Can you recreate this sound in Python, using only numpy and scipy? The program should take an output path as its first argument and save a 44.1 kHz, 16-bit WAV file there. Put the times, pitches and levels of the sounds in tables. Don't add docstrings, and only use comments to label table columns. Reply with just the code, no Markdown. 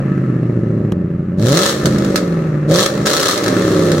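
import sys
import numpy as np
from scipy import signal
from scipy.fft import rfft, irfft, next_fast_len
from scipy.io import wavfile
from scipy.ndimage import uniform_filter1d

SR = 44100
rng = np.random.default_rng(int(sys.argv[2]) if len(sys.argv) > 2 else 0)


def wrap_up_sound(samples):
    columns = np.atleast_2d(samples).T
    tamed = np.clip(columns, -1, 1)
    steps = np.round(tamed * 32767).astype(np.int16)
    wavfile.write(sys.argv[1], SR, steps)


N = 176400
TIME = np.arange(N) / SR
FFT_SIZE = next_fast_len(N + SR // 2)


def amp(db):
    return 10 ** (np.asarray(db) / 20)


def unit(x):
    return x / np.sqrt(np.mean(x ** 2) + 1e-20)


def curves(rows, at):
    knots, *cols = np.transpose(rows)
    return [np.interp(at, knots, col) for col in cols]


def eq_gain(points, size):
    hz, db = np.transpose(points)
    return amp(np.interp(np.log(np.fft.rfftfreq(size, 1 / SR) + 1), np.log(hz), db))


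def eq(x, points, size=8192):
    cepstrum = irfft(np.log(eq_gain(points, size)))
    cepstrum[1:size // 2] *= 2
    cepstrum[size // 2 + 1:] = 0
    impulse = irfft(np.exp(rfft(cepstrum)))
    return signal.fftconvolve(np.atleast_2d(x), impulse[None], axes=1)[:, :N]


def crest_eq(x, points):
    return irfft(rfft(x, FFT_SIZE) * eq_gain(points, FFT_SIZE), FFT_SIZE)[:, :N]


def steady(x, size=3600):
    power = uniform_filter1d(uniform_filter1d(np.mean(x ** 2, axis=0), size), size)
    return x / np.sqrt(np.abs(power) + 1e-14)


def noise(alike):
    angle = np.arccos(alike) / 2
    mid, side = rng.standard_normal((2, N)) * [[np.cos(angle)], [np.sin(angle)]]
    return np.array([mid + side, mid - side])


def pan(left_db):
    return amp([[left_db], [-left_db]])


def spikes(times, sizes):
    at = np.clip(times * SR, 0, N - 2)
    i = at.astype(int)
    return np.bincount(i, sizes * (1 - at + i), N) + np.bincount(i + 1, sizes * (at - i), N)


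def decay(x, life_s):
    return signal.lfilter([1], [1, -np.exp(-1 / (life_s * SR))], x)


def rumble():
    tone = [(20, -9.5), (60, -9), (200, -0.5), (2000, -29), (15000, -60.5)]  # f/Hz, gain/dB
    return amp(-40.5) * unit(eq(noise(alike=0.77), tone))


# f/Hz, gain/dB
ECHO_EQ = [(100, -51), (300, -6.5), (600, 9.5), (15000, 4)]

def reflections(car, t60_s=0.2):
    t = TIME[:SR // 3]
    tail = rng.standard_normal((2, len(t))) * amp(-60 * t / t60_s)
    tail /= np.linalg.norm(tail, axis=1, keepdims=True)
    return amp(-12) * eq(signal.fftconvolve(car, tail, axes=1)[:, :N], ECHO_EQ)


def cut_click(at_s=0.921):
    envelope = decay(spikes(np.array([at_s]), amp([-20])), life_s=0.0036)
    return envelope * unit(eq(noise(alike=0.63), [(600, -5.5), (15000, -36.5)]))


# t/s, level/dB
POP_CUES = [(1.812, -43.5), (1.857, -9.5), (1.867, -28.5), (1.984, -22), (2.047, -21.5), (2.1583, -7.5),
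            (2.164, -24.5), (2.176, -19.5), (2.861, -9), (2.952, -33.5), (3.062, -15), (3.069, -9.5),
            (3.377, -13.5), (3.44, -16), (3.461, -17.5), (3.481, -14), (3.918, -15.5)]
# f/Hz, gain/dB
BURST_EQ = [(200, -13), (600, -20), (900, -20.5), (1300, 6.5), (2600, -7.5), (4200, 1.5), (7000, -4),
            (15000, -19.5)]
THUD_EQ = [(60, -21), (180, -8.5), (600, -6), (800, -11), (3000, -34)]

def pops():
    times, db = np.transpose(POP_CUES)
    bangs = spikes(times, amp(db))
    burst = decay(bangs, life_s=0.0052) * unit(eq(noise(alike=0.092), BURST_EQ))
    thud = eq(bangs, THUD_EQ)
    return burst + amp(db.max() - 1) * thud / np.abs(thud).max()


# open t/s, shut t/s, rise/s, blast level/dB
THROTTLE_BLIPS = [(1.366, 1.697, 0.2, -21.5), (2.671, 2.834, 0.1, -20.5), (3.054, 3.334, 0.0033, -22)]

def blast_envelope(swell_power=1.37, fall_db_per_s=237):
    blast = np.zeros(N)
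    for start, shut, rise, db in THROTTLE_BLIPS:
        swell = np.clip((TIME - start) / rise, 0, 1) ** swell_power
        blast += swell * amp(db - fall_db_per_s * np.maximum(TIME - shut, 0))
    return blast


# t/s, firing rate f/Hz
REVS = [(0, 138), (.116, 136.6), (.414, 121), (.72, 112), (.915, 107.9), (.93, 90.37), (1.15, 87),
        (1.37, 90.57), (1.5, 132.8), (1.64, 203.4), (1.73, 221.3), (1.92, 216.4), (2.08, 197.4),
        (2.3, 170.4), (2.6, 147.4), (2.68, 147.3), (2.86, 210), (2.95, 210), (3.06, 203.1), (3.25, 285.2),
        (3.4, 317.4), (3.52, 301.9), (3.73, 276.2), (4, 245.6)]
# pulse accent/dB, rasp accent/dB
ACCENTS = [(-7, 3.5), (-4.5, -4), (1, -7), (-3, 19), (-7, 21), (-1.5, -12.5), (-3, 14), (-4, 11.5)]
CYLINDER_BANK = [0, 1, 0, 0, 1, 0, 1, 1]

def firings(idle_hz=121, top_hz=326.4, throttle_travel_s=0.062, bank_lag_s=0.001998):
    count = np.cumsum(curves(REVS, TIME)[0]) / SR
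    count -= np.interp(0.481, TIME, count)
    firing = np.arange(np.ceil(count[0]), count[-1]).astype(int)
    times = np.interp(firing, count, TIME)
    hz, = curves(REVS, times)
    fast = np.clip((hz - idle_hz) / (top_hz - idle_hz), 0, 1)
    throttle = sum(np.clip(np.minimum(times - start, shut - times) / throttle_travel_s + 0.5, 0, 1)
                   for start, shut, _, _ in THROTTLE_BLIPS)
    accent_db, rasp_db, bank = np.column_stack([ACCENTS, CYLINDER_BANK])[firing % 8].T
    pulse_dice, time_dice, puff_dice = rng.standard_normal((len(firing), 3)).T
    lope = 1 - 0.7 * throttle * (1 - fast ** 2)
    jitter_s = 0.00008 + 0.00037 * fast
    times = times + lope * bank * bank_lag_s * (1 + fast) / 2 + jitter_s * time_dice
    scatter_db = 2 + 1.63 * fast * (1 - throttle)
    pulse_db = lope * (1 - fast / 2) * accent_db + scatter_db * pulse_dice
    spit_db = 9 * np.sqrt(fast) * (firing % 4 == 1)
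    load_db = (1 + fast) / 2 * rasp_db + spit_db
    puff_db = (1.5 - throttle) * accent_db + throttle * load_db + 2 * puff_dice
    return spikes(times, amp(pulse_db)), spikes(times, amp(puff_db))


# firing rate f/Hz, rasp level/dB, fizz level/dB
COASTING_LEVELS = [(87, -48, -69.5), (112, -44.5, -62.5), (142, -37, -58), (139.6, -39.5, -60),
                   (183.4, -35, -41), (210, -33, -38.5), (234, -31.5, -34), (295, -28, -33)]
# f/Hz, gain/dB
RASP_EQ = [(300, -36), (700, -10.5), (950, -11), (1260, 0), (1550, -8), (1800, -4.5), (2300, -15.5),
           (2800, -18), (4500, -55.5)]
FIZZ_EQ = [(1500, -47), (2700, -11.5), (3200, -3), (3650, -6.5), (4100, -9.5), (4950, -6.5), (5800, -4),
           (7500, -7.5), (9500, -14), (13000, -18.5), (16000, -20.5)]

def tips(pulses, jet, blast, ring_hz=4110):
    rasp_db, fizz_db = curves(COASTING_LEVELS, curves(REVS, TIME)[0])
    crack = amp(-7) * steady(eq(pulses, RASP_EQ))
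    tear = amp(1) * steady(eq(jet * noise(alike=0.56), RASP_EQ))
    rasp = np.hypot(amp(rasp_db), amp(-3) * blast) * (crack + tear)
    hiss = eq(jet * noise(alike=0.092), FIZZ_EQ)
    ring = 2.6 * signal.lfilter(*signal.iirpeak(ring_hz, Q=14, fs=SR), hiss)
    fizz = amp(3) * np.hypot(amp(fizz_db), blast) * steady(hiss + ring)
    return rasp * pan(1.35) + fizz * pan(0.54)


# t/s, boom level/dB, bark level/dB, blare level/dB
PIPE_FADERS = [(0.0, -17.5, -31, -29), (0.11, -16, -23, -36), (0.8, -16.5, -22.5, -31),
               (1.31, -20, -30.5, -41.5), (1.44, -12, -21.5, -22), (1.53, -13.5, -17.5, -17.5),
               (1.67, -26.5, -25, -21.5), (1.83, -21, -23.5, -29), (1.86, -13.5, -17.5, -18),
               (1.9, -14.5, -21, -27), (2.06, -17, -18.5, -24.5), (2.21, -22, -21.5, -23),
               (2.29, -17, -22, -28.5), (2.65, -17, -26.5, -32.5), (2.71, -12.5, -17.5, -15),
               (2.88, -27.5, -26, -22), (3.03, -16, -23, -26.5), (3.09, -28.5, -24.5, -20.5),
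               (3.39, -31.5, -25, -25), (3.48, -21, -15, -23.5), (3.62, -19.5, -16.5, -22.5),
               (3.76, -18.5, -13.5, -22), (3.97, -16, -17.5, -18.5), (4.0, -18, -21.5, -27)]
# f/Hz, gain/dB
BOOM_EQ = [(25, -52), (50, -9.5), (80, -10.5), (112, -0.5), (160, 4.5), (215, -1.5), (255, -13), (340, -31),
           (700, -79.5)]
BARK_EQ = [(120, -59), (245, -6), (315, 3.5), (385, 2), (440, -16.5), (600, -37), (2500, -71)]
BLARE_EQ = [(150, -61), (370, -7.5), (470, 1), (610, -2), (690, -19), (1000, -28.5), (2500, -59.5),
            (6000, -100)]

def pipes(pulses, jet, blast):
    boom_db, bark_db, blare_db = curves(PIPE_FADERS, TIME)
    flow = unit(pulses) + amp(-5.5) * unit(jet * noise(alike=1))
    boom = amp(boom_db + 0.5) * steady(crest_eq(flow, BOOM_EQ))
    bark = amp(bark_db - 1) * steady(crest_eq(flow, BARK_EQ))
    churn_db = 5 - 14.5 * blast / blast.max()
    blare_flow = unit(pulses) + amp(churn_db) * unit(jet * noise(alike=1))
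    blare = amp(blare_db) * steady(crest_eq(blare_flow, BLARE_EQ))
    return boom + (bark + blare) * pan(-0.9)


def exhaust(puff_life_s=0.0017, puff_rise_s=0.00034):
    pulses, puffs = firings()
    jet = unit(decay(decay(puffs, puff_life_s), puff_rise_s)) + 0.84
    blast = blast_envelope()
    return pipes(pulses, jet, blast) + tips(pulses, jet, blast)


def scene():
    car = exhaust() + pops()
    return car + reflections(car) + cut_click() + rumble()


def record(dry, cut_hz=16000):
    passband = np.fft.rfftfreq(FFT_SIZE, 1 / SR) < cut_hz
    return irfft(rfft(np.clip(dry, -1, 1), FFT_SIZE) * passband, FFT_SIZE)[:, :N]


dry = scene()
out = record(dry)
wrap_up_sound(out)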